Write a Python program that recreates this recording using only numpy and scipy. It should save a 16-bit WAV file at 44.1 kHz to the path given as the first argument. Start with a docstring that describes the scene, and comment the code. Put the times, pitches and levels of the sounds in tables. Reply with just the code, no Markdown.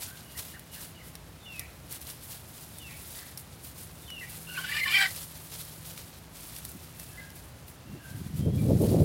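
"""A rooster pushes into dry grass under palm fronds: blades swish, litter crunches, stalks snap.
Birds give thin falling peeps, and one lets out a harsh squawk that breaks from a whistle
into a rasp as the membranes of its syrinx slap. A low outdoor rumble and a far drone lie beneath.
Late on, the hand-held microphone takes two soft knocks, and at the end a gust buffets it."""
import sys
import numpy as np
from scipy import signal
from scipy.fft import rfft, irfft, next_fast_len
from scipy.io import wavfile
from scipy.ndimage import uniform_filter1d

SR = 44100
rng = np.random.default_rng(int(sys.argv[2]) if len(sys.argv) > 2 else 0)


def generate_wav(signal):
    """Clip the signal to [-1, 1] and save it as 16-bit WAV at the path in sys.argv[1]."""
    frames = np.transpose(np.atleast_2d(signal))
    scaled = np.clip(frames, -1, 1) * 32767
    pcm = np.round(scaled).astype(np.int16)
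    wavfile.write(sys.argv[1], SR, pcm)


N = 398663
TIME = np.arange(N) / SR

# The squawk's lower whistle, climbing as the bird pushes harder.
# Each row: time in seconds, pitch in Hz, level in dB.
LOW_WHISTLE = [(4.47, 1540, -75), (4.487, 1508, -50.5), (4.685, 1609, -49), (4.775, 1822, -34.5),
               (4.82, 2162, -29), (4.87, 1900, -52), (4.915, 2400, -35), (4.95, 2346, -22),
               (4.995, 2270, -26.5), (5.025, 1594, -35), (5.08, 1900, -56)]
# Its rasp, breaking upward at the climax. Each row: time in seconds, pitch in Hz, level in dB,
# throat resonance in Hz, relative level of the half-pitch lines in dB.
RASP = [(4.55, 561.5, -47, 2300, -3), (4.59, 562.4, -46.5, 2300, -4), (4.68, 577.4, -43.5, 2530, 4),
        (4.72, 586, -35.5, 2470, -7), (4.803, 599, -33.5, 2350, -12), (4.825, 589.6, -50, 2200, -18),
        (4.875, 580, -35, 2160, -3), (4.915, 592.7, -30.5, 2330, -21), (4.945, 792, -27, 2022, 9.5),
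        (5.02, 773.4, -26.5, 1880, -10.5), (5.062, 757, -26, 1900, -3), (5.11, 791, -56, 2000, 10)]
# The filter of throat and beak. Each row: frequency in Hz, gain in dB.
THROAT = [(400, -55), (600, -27), (780, -2), (1050, -10.5), (1600, 3.5), (2300, 2.5), (2700, -4.5),
          (3200, 2), (4100, -3.5), (5100, -3), (6000, -27), (7800, -9.5), (10000, -27), (15000, -32)]


def rustle():
    """Blades swish and litter crunches as the rooster shifts and steps; now and then a fibre ticks."""
    # Spectra of blades and ground litter. Each row: frequency in Hz, relative level in dB.
    blade_colour = [(1000, -14.5), (3000, -11.5), (6000, -10), (8000, -4), (10000, 0.5), (13000, -0.5),
                    (16000, -1.5)]
    litter_colour = [(300, 2), (800, 0), (1800, -3.5), (4200, 1.5), (6500, -2.5), (9000, -5), (16000, -17)]
    tick_colour = [(1000, -10), (4000, 0), (16000, -2)]
    blade_gain, litter_gain = effort()
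    catching = drift(20)   # stalks catch and let go
    blades = crackle(per_s=7500, spread_db=2.0, colour=blade_colour, ring_width_hz=3400)
    blades += .3 * noise(blade_colour)
    litter = crackle(per_s=5000, spread_db=2.5, colour=litter_colour, ring_width_hz=1700)
    litter += .47 * noise(litter_colour)
    ticks = from_db(-10) * crackle(per_s=120, spread_db=2.5, colour=tick_colour, ring_width_hz=2000)
    swish = blades * blade_gain * from_db(catching) + flicks(blade_gain)
    crunch = (litter + ticks) * litter_gain * from_db(1.43 * catching)
    return swish + crunch


def effort(sag_db_per_s=9):
    """How hard blades and litter are worked: constant stirring plus every move, added in power."""
    # The grass never quite rests. Each row: time in seconds, level in dB before blades and litter share it.
    stir = [(0.0, -53.5), (1.31, -60.5), (1.94, -54.5), (2.04, -53), (3.22, -52), (3.42, -57), (4.13, -52),
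            (5.06, -41.5), (5.24, -48.5), (5.71, -48), (6.34, -59), (6.54, -49.5), (7.96, -61.5),
            (9.04, -50.5)]
    # Steps and shoves. Each row: start and length in seconds, blades on feathers in dB,
    # litter underfoot in dB.
    moves = [(.01, 0.039, -41.5, -45), (0.157, .02, -53, -54), (0.298, 0.071, -58, -60),
             (0.381, 0.02, -39.5, -46.5), (0.428, 0.085, -50, -55.5), (0.731, 0.12, -47, -51.5),
             (1.038, 0.044, -53, -58), (1.53, 0.088, -52.5, -56), (1.914, .045, -45.5, -50),
             (2.017, .01, -47, -56), (2.07, 0.038, -45, -50), (2.225, 0.055, -51.5, -58),
             (2.29, 0.053, -45, -50.5), (2.552, 0.092, -50, -55), (2.793, 0.16, -55.5, -61),
             (2.97, 0.15, -48, -58), (3.13, 0.064, -46.5, -50.5), (3.257, .03, -53, -64),
             (3.387, 0.0089, -49.5, -57), (3.52, 0.0097, -57, -64), (3.642, 0.019, -44.5, -55),
             (3.78, 0.052, -47.5, -57), (4.297, .11, -47.5, -55.5), (4.54, 0.23, -48, -51),
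             (4.915, .19, -44, -44.5), (5.163, 0.065, -41, -46.5), (5.522, .05, -44, -50.5),
             (5.593, 0.041, -45.5, -50), (5.855, 0.05, -46, -48.5), (5.976, 0.067, -50.5, -52.5),
             (6.135, .03, -64, -58), (6.356, 0.21, -48.5, -54), (6.65, .07, -49, -56.5),
             (6.806, 0.052, -60, -70), (6.995, 0.037, -47, -58), (7.08, 0.072, -56.5, -60),
             (7.36, .025, -49, -58), (7.685, .015, -51, -63), (8.056, 0.24, -55, -59.5),
             (8.362, .025, -48.5, -54), (8.558, 0.32, -52.5, -55.5), (8.816, 0.19, -48, -51.5)]
    stir_db, = in_time(stir)
    blade_power, litter_power = from_db(stir_db - 2.5) ** 2, from_db(stir_db - 7) ** 2
    for start, length, blades_db, litter_db in moves:
        shape = swell(start, length, attack_s=.012, release_s=.046)   # blades bend fast, settle slowly
        on = shape > .001
        shape = shape[on] * from_db(-sag_db_per_s * np.clip(TIME[on] - start, 0, length))
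        blade_power[on] += (shape * from_db(blades_db)) ** 2
        litter_power[on] += (shape * from_db(litter_db)) ** 2
    return np.sqrt(blade_power), np.sqrt(litter_power)


def crackle(per_s, spread_db, colour, ring_width_hz, blades=14):
    """Tiny slips of uneven size, each ringing briefly in one of many dry blades."""
    sizes = from_db(spread_db * np.minimum(rng.exponential(1, N), 4.5)) * rng.choice([-1, 1], N)
    slips = sizes * (rng.random(N) < per_s * from_db(3 * drift(25)) / SR)
    blade = rng.integers(0, blades, N)
    rings = sum((-1) ** k * resonance(slips * (blade == k), hz, ring_width_hz)
                for k, hz in enumerate(np.linspace(900, 15500, blades)))
    return coloured(rings, colour)


def flicks(blade_gain, per_s=14):
    """Single dry blades spring free with a tiny bright tick, louder when the grass is worked hard."""
    sizes = from_db(-38.5 + 2.5 * np.clip(rng.standard_normal(N), -2, 2))
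    releases = sizes * (rng.random(N) < per_s / SR) * (blade_gain / blade_gain.mean()) ** .7
    tick = resonance(TIME[:200] == 0, hz=8800, width_hz=3000)
    return np.convolve(releases, tick / np.abs(tick).max())[:N]


def snaps(crack_s, splinter_s, splinter_db):
    """A stalk gives with a sharp crack and a short spray of splintering fibres."""
    # Each row: start in seconds, peak in dB, woody middle against the top in dB.
    breaks = [(.3884, -24, -1), (.392, -27, 8), (0.5945, -30, -7), (1.154, -26.5, 5), (1.545, -36, -2),
              (1.5948, -16.5, -2.5), (1.599, -37, -9), (1.9252, -22.5, -19), (2.015, -29, -4),
              (2.07, -30, 4), (2.1, -27.5, -4), (2.785, -27.5, -14), (3.375, -24, -5), (3.378, -26, -3),
              (4.103, -30, 8), (4.2355, -40, 4), (5.1626, -24, -10), (5.6133, -30, 5), (5.651, -30, -10),
              (5.977, -28, 6), (6.153, -39, 14), (6.564, -29, -2), (6.586, -28, -7), (6.651, -22.5, -1.5),
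              (6.7168, -30, -9), (6.998, -28.5, -5), (7.3033, -31, -3), (7.682, -36, 2),
              (8.821, -24.5, -17)]
    # A dry stalk's resonances, the woody ones first. Each row: frequency and width in Hz, gain in dB.
    stalk_modes = [(1900, 2500, -10), (3780, 890, -2.5), (5600, 590, -4.5), (7930, 1300, -4),
                   (10930, 8000, 2.5), (13400, 7800, -0.5)]
    out, size = np.zeros(N), SR // 10
    t = TIME[:size]
    for start, peak_db, wood_db in breaks:
        grit = rng.standard_normal(size)
        splinters = from_db(splinter_db) * rng.exponential(1, size) * np.exp(-t / splinter_s)
        force = grit * (np.exp(-t / crack_s) + splinters)
        snap = np.zeros(size)
        for k, (hz, width_hz, db) in enumerate(stalk_modes):
            woody = k < len(stalk_modes) / 2
            gain = from_db(db + rng.normal(0, 1.2) + wood_db * woody)
            snap += (-1) ** k * gain * resonance(force, hz, width_hz)
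        at = int(start * SR)
        out[at:at + size] += (from_db(peak_db) * snap / np.abs(snap).max())[:N - at]
    return out


def squawk():
    """Whistles and rasp from one throat, heard mostly direct with a little echo."""
    voice = whistles(jitter=.0224, octave_db=-17, sum_db=-6) + rasp(throat_db=8, throat_width_hz=210)
    voice += from_db(-17) * thicket(voice, t60=.25)
    low_cut = signal.butter(6, 680, "high", fs=SR, output="sos")   # the squawk keeps nothing below about 680 Hz
    return signal.sosfilt(low_cut, voice)


def whistles(jitter, octave_db, sum_db):
    """The two sides of the syrinx whistle at their own pitches; coupled, they add a sum tone."""
    # Each row: time in seconds, pitch in Hz, level in dB.
    high_whistle = [(4.47, 2720, -53), (4.483, 2750, -47.5), (4.52, 2880, -51), (4.565, 2715, -42),
                    (4.60, 3150, -47.5), (4.67, 2820, -46), (4.79, 2790, -38), (4.825, 2940, -58),
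                    (4.86, 3005, -40), (4.932, 2960, -40), (4.95, 3180, -30.5), (4.978, 3130, -25.5),
                    (4.992, 3170, -49), (5.075, 3000, -65)]
    low_hz, low_db = cracked_whistle()
    high_hz, high_db = in_time(high_whistle)
    low_phase = phase_of(low_hz * (1 + jitter * drift(206) + .02433 * drift(59)))
    high_phase = phase_of(high_hz * warble() * (1 + jitter * drift(209)))
    low = np.sin(low_phase) + from_db(octave_db) * np.sin(2 * low_phase)
    low *= from_db(low_db + 2 * drift(120))
    high = from_db(high_db + 3.1 * drift(130)) * np.sin(high_phase)
    sum_gain = from_db(sum_db + np.minimum(low_db, high_db)) * gain_at(THROAT, low_hz + high_hz)
    sum_tone = sum_gain * np.sin(low_phase + high_phase)
    return np.sqrt(2) * (low + high + sum_tone) * during(LOW_WHISTLE)


def cracked_whistle(half_crack_s=.008):
    """Pitch and level of the lower whistle; each crack of the voice pulls both away for an instant."""
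    # Each row: time in seconds, pitch reached in Hz, level reached in dB.
    cracks = [(4.58, 1538, -30.5), (4.593, 1438, -34), (4.647, 1514, -33), (4.697, 1769, -36),
              (4.723, 2094, -29), (4.797, 2382, -37), (4.838, 2111, -24.5), (4.862, 1770, -27.5),
              (4.888, 2238, -43), (5.014, 1693, -35), (5.062, 2004, -28)]
    hz, db = in_time(LOW_WHISTLE)
    for at, crack_hz, crack_db in cracks:
        pull = np.exp(-np.minimum(((TIME - at) / half_crack_s) ** 2, 20))
        hz += pull * (crack_hz - hz)
        db += pull * (crack_db - db)
    return hz, db


def warble(period_s=.048, depth=.125, wander=.0154, until_s=4.92):
    """Pitch factor of the upper whistle once the rasp sets in: round arches between quick dips."""
    dips = 1 - np.abs(np.sin(np.pi * (TIME - 4.569) / period_s))
    drop = depth * (dips ** 2 - .2) * (TIME < until_s)
    return 1 + (wander * drift(35) - drop) * during(RASP)


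def rasp(throat_db, throat_width_hz, jitter=.021, flare_db=4, throb_db=2.5):
    """Pushed hard, the membranes slap in strong and weak pulses; partials flare over a little hiss."""
    on = during(RASP)
    hz, db, throat_hz, half_db = (curve[on] for curve in in_time(RASP))
    phase = phase_of(hz * (1 + jitter * drift(124)[on]))
    voice = np.zeros(len(phase))
    for k in range(2, 28):   # odd k are the half-pitch lines
        line_hz = hz * k / 2
        boost_db = throat_db / (1 + ((line_hz - throat_hz) / throat_width_hz) ** 2)
        line_db = boost_db + half_db * (k % 2) + flare_db * drift(130)[on]
        strength = gain_at(THROAT, line_hz) * from_db(line_db)
        voice += strength * np.sin(phase * k / 2 + rng.uniform(0, 2 * np.pi))
    pulses = 1 + np.cos(phase)
    hiss = .09 * noise(THROAT)[on] * pulses
    screech = noise([(5500, -25), (7700, 0), (11000, -4), (14000, -18)])[on] * pulses
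    screech *= from_db(-36 + db - db.max())   # a bright edge where the rasp is loudest
    unsteady_push = from_db(db + throb_db * drift(55)[on])
    out = np.zeros(N)
    out[on] = evened(rms_one(voice) + hiss + screech, samples=800) * unsteady_push
    return out


def peeps(waver, flutter_db, overtone_db, far_db, wet_db):
    """Near-pure gliding notes; hoarse ones shake in pitch, faint ones are far off and mostly echo."""
    direct, to_echo = np.zeros((2, N))
    shake, flutter = drift(277) + .546 * drift(30.7), drift(74)
    for start, length, start_hz, end_hz, db, rough in bird_notes():
        span = slice(int(start * SR), int((start + length) * SR))
        progress = np.linspace(0, 1, span.stop - span.start)
        glide_hz = start_hz + (end_hz - start_hz) * progress ** .72   # fastest at its start
        phase = phase_of(glide_hz * (1 + waver * rough * shake[span]))
        loudness = np.abs(np.sin(np.pi * progress)) ** .16 * from_db(db + flutter_db * flutter[span])
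        note = loudness * (np.sin(phase) + from_db(overtone_db) * np.sin(2 * phase))
        far = np.clip((far_db - db) / 10, 0, .8)
        direct[span] += note * np.sqrt(1 - far)
        to_echo[span] += note * (from_db(wet_db) + far)
    return direct + thicket(to_echo, t60=.59)


def bird_notes():
    """Single notes, falling calls and chirps in one list, laid out like the single notes."""
    # Single bird notes near and far, plus two brief low notes within the squawk (4.574 and 4.858 s).
    # Each row: start and length in seconds, first and last pitch in Hz, level in dB, roughness (0 smooth).
    single_notes = [(.06, 0.096, 1530, 1470, -51, 0.57), (3.15, 0.12, 1900, 1757, -51.5, 1.04),
                    (4.574, 0.026, 1170, 1080, -40.5, 0.2), (4.858, .04, 1180, 1100, -37, 0.42),
                    (6.92, 0.14, 2660, 2630, -61, 0.17), (7.12, 0.15, 1670, 1650, -52, .4),
                    (7.174, .032, 2030, 2040, -43, 0.03), (7.80, 0.28, 2700, 2730, -63, .25),
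                    (7.995, 0.14, 1610, 1590, -51.5, 0.29), (8.35, .25, 3020, 3430, -60, 0.14),
                    (8.576, 0.042, 2450, 2270, -50, .4)]
    # Each row: start and length in seconds, first and last pitch in Hz, then the levels of whistle,
    # croak and frayed end in dB.
    falling_calls = [(1.457, .14, 2950, 2500, -44.5, -48.5, -49), (2.8, 0.093, 3090, 2560, -47, -52, -49.5),
                     (4.078, .145, 3116, 2650, -42, -39, -52)]
    # A thin note, then a hoarse low one. Each row: start and length in seconds, thin level in dB,
    # low pitch in Hz, low level in dB.
    chirps = [(.23, 0.12, -57.5, 1930, -51), (0.492, 0.045, -56, 1840, -46.5),
              (.702, .058, -53.5, 1780, -50.5), (.946, 0.041, -53, 2100, -52)]
    notes = list(single_notes)
    for start, length, start_hz, end_hz, db, croak_db, fray_db in falling_calls:
        end = start + length
        notes += [(start - .07, .095, 3760, 3410, -57, .171),   # a thin note leads
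                  (start, length, start_hz, end_hz, db, .171),
                  (end - .012, .04, 2110, 1876, croak_db, .415),
                  (end, .067, 2460, 2276, fray_db, .604)]
    for start, length, thin_db, low_hz, low_db in chirps:
        notes += [(start, length, 2930, 2843, thin_db, .25),
                  (start + length, .039, low_hz, low_hz - 80, low_db, .76)]
    return notes


def thicket(x, t60):
    """Sparse dull echoes from the ground and the trunks around."""
    t = TIME[:SR // 2]
    echoes = rng.standard_normal(len(t)) * (rng.random(len(t)) < .03)
    echoes *= from_db(-60 * t / t60) * (t > .006)
    dulling = signal.butter(1, 5000, fs=SR, output="sos")
    echoes = signal.sosfilt(dulling, echoes / np.linalg.norm(echoes))
    return signal.fftconvolve(x, echoes)[:N]


def wind(flutter_growth=3.4):
    """Eddies on the microphone port: a lumpy rumble, with quicker flutter as the wind rises or puffs."""
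    # The rising wind. Each row: time in seconds, strength in dB.
    gust = [(7.75, -68), (7.935, -41), (8.03, -58), (8.16, -38), (8.32, -39.5), (8.385, -28.5), (8.75, -24),
            (9.04, -25.5)]
    # Single puffs within it. Each row: start and length in seconds, rumble and flutter in dB.
    puffs = [(8.462, 0.026, -28, -34.5), (8.654, 0.04, -27, -33), (8.699, 0.022, -27, -24),
             (8.739, 0.011, -20, -44), (8.811, 0.056, -32, -25.5), (8.91, 0.073, -29, -25.5),
             (9.005, 0.019, -17.5, -24)]
    # Spectra of the buffeting. Each row: frequency in Hz, relative level in dB.
    rumble_colour = [(25, -41), (60, -13), (90, 1.5), (125, 0.5), (170, 1), (260, -9.5), (400, -24),
                     (800, -61), (1500, -78)]
    flutter_colour = [(100, -37), (250, -1.5), (380, -1.5), (550, -7.5), (750, -20), (1000, -31),
                      (1500, -53), (3000, -80)]
    gust_db, = in_time(gust)
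    peak_db = gust_db.max()
    rumble_power = from_db(gust_db - .5) ** 2
    flutter_power = from_db(peak_db - 11 + flutter_growth * (gust_db - peak_db)) ** 2
    for start, length, rumble_db, flutter_db in puffs:
        puff = swell(start, length, attack_s=.0062, release_s=.012)
        rumble_power += (puff * from_db(rumble_db)) ** 2
        flutter_power += (puff * from_db(flutter_db)) ** 2
    eddies = drift(47)
    rumble = evened(noise(rumble_colour) * from_db(2 * eddies)) * np.sqrt(rumble_power)
    flutter = evened(noise(flutter_colour) * from_db(3.1 * eddies)) * np.sqrt(flutter_power)
    return (rumble + flutter) * during(gust)


def handling_knocks(decay_s):
    """Dull knocks through the casing of the hand-held microphone."""
    # Each row: start in seconds, level in dB.
    knocks = [(6.742, -39), (7.945, -36)]
    push = sum(from_db(db) * (TIME > at) * np.exp(-np.abs(TIME - at) / decay_s) for at, db in knocks)
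    return push * noise([(40, -13), (130, 2), (330, 2), (550, -28), (1500, -50), (5000, -80)])


def outdoors(air_db=-49.5, drone_hz=161.5):
    """Rumble and hiss from far off, with a wavering drone."""
    # The open air's spectrum. Each row: frequency in Hz, relative level in dB.
    air_colour = [(18, -61), (30, -49.5), (56, -1.5), (134, -2.5), (161, -8.5), (189, -9), (404, -16),
                  (461, -17.5), (499, -16.5), (721, -17.5), (780, -18.5), (3060, -26.5), (5590, -30.5),
                  (10800, -37.5), (16000, -39)]
    # The far drone. Each row: time in seconds, level in dB.
    drone_levels = [(0, -61.5), (1.1, -53.5), (2, -62.5), (4.1, -56), (4.45, -48), (5.1, -52.5), (5.4, -54),
                    (5.8, -49.5), (6.4, -57.5), (7.3, -52.5), (8, -78)]
    drone_db, = in_time(drone_levels)
    drone_gain = from_db(drone_db + 1.9 * drift(13))
    drone = drone_gain * np.sin(phase_of(drone_hz * (1 + .011 * drift(5.2))))
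    return from_db(air_db) * noise(air_colour) + drone


def from_db(db):
    """Decibels to gain."""
    return 10 ** (np.asarray(db) / 20)


def rms_one(x):
    """Scale to rms 1."""
    return x / np.sqrt(np.mean(x ** 2) + 1e-20)


def evened(x, samples=3000):
    """Take out the slow swells of a sound and keep its quick lumps."""
    return x / np.sqrt(uniform_filter1d(x ** 2, size=samples) + 1e-9)


def in_time(rows):
    """One curve for each column after a table's times."""
    times, *columns = np.transpose(rows)
    return [np.interp(TIME, times, column) for column in columns]


def during(rows):
    """1 between a table's first and last moment, else 0."""
    return (TIME >= rows[0][0]) & (TIME <= rows[-1][0])


def swell(start, length, attack_s, release_s):
    """Attack, hold and release; 1 during the hold."""
    before = np.maximum(start - TIME, 0) / attack_s
    after = np.maximum(TIME - start - length, 0) / release_s
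    return np.exp(-np.minimum(before + after, 20))


def gain_at(points, hz):
    """A spectrum read on a log-frequency axis."""
    point_hz, db = np.transpose(points)
    return from_db(np.interp(np.log(np.maximum(hz, 1)), np.log(point_hz), db))


def coloured(x, points):
    """Filter x by a spectrum; rms 1."""
    size = next_fast_len(N)
    gains = gain_at(points, np.fft.rfftfreq(size, 1 / SR))
    return rms_one(irfft(rfft(x, size) * gains, size)[:N])


def noise(points):
    """Noise with a given spectrum; rms 1."""
    return coloured(rng.standard_normal(N), points)


def drift(rate_hz):
    """Smooth random wander with spread 1."""
    step, settle = 10, 4000
    pole = np.exp(-2 * np.pi * rate_hz * step / SR)
    chance = rng.standard_normal(N // step + settle + 2)
    slow = signal.lfilter([1], [1, -2 * pole, pole * pole], chance)[settle:]
    return np.interp(np.arange(N) / step, np.arange(len(slow)), rms_one(slow))


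def resonance(x, hz, width_hz):
    """A two-pole resonance with gain 1 on top."""
    r = np.exp(-np.pi * width_hz / SR)
    feedback = [1, -2 * r * np.cos(2 * np.pi * hz / SR), r * r]
    return signal.lfilter(np.array([1, 0, -1]) * (1 - r * r) / 2, feedback, x + 1e-18)


def phase_of(hz):
    """Phase of a changing pitch."""
    return 2 * np.pi * np.cumsum(hz) / SR


def scene():
    """Birds, grass, wind and the far background at one microphone."""
    birds = peeps(waver=.0774, flutter_db=1.5, overtone_db=-22, far_db=-47.5, wet_db=-7) + squawk()
    grass = rustle() + snaps(crack_s=.00045, splinter_s=.0043, splinter_db=-11)
    return (birds + grass + wind() + handling_knocks(decay_s=.017) + outdoors())[None]


def record(dry):
    """The top is cut steeply above 16 kHz."""
    return signal.sosfilt(signal.ellip(12, .1, 70, 16000, fs=SR, output="sos"), dry)


dry = scene()
out = record(dry)
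generate_wav(out)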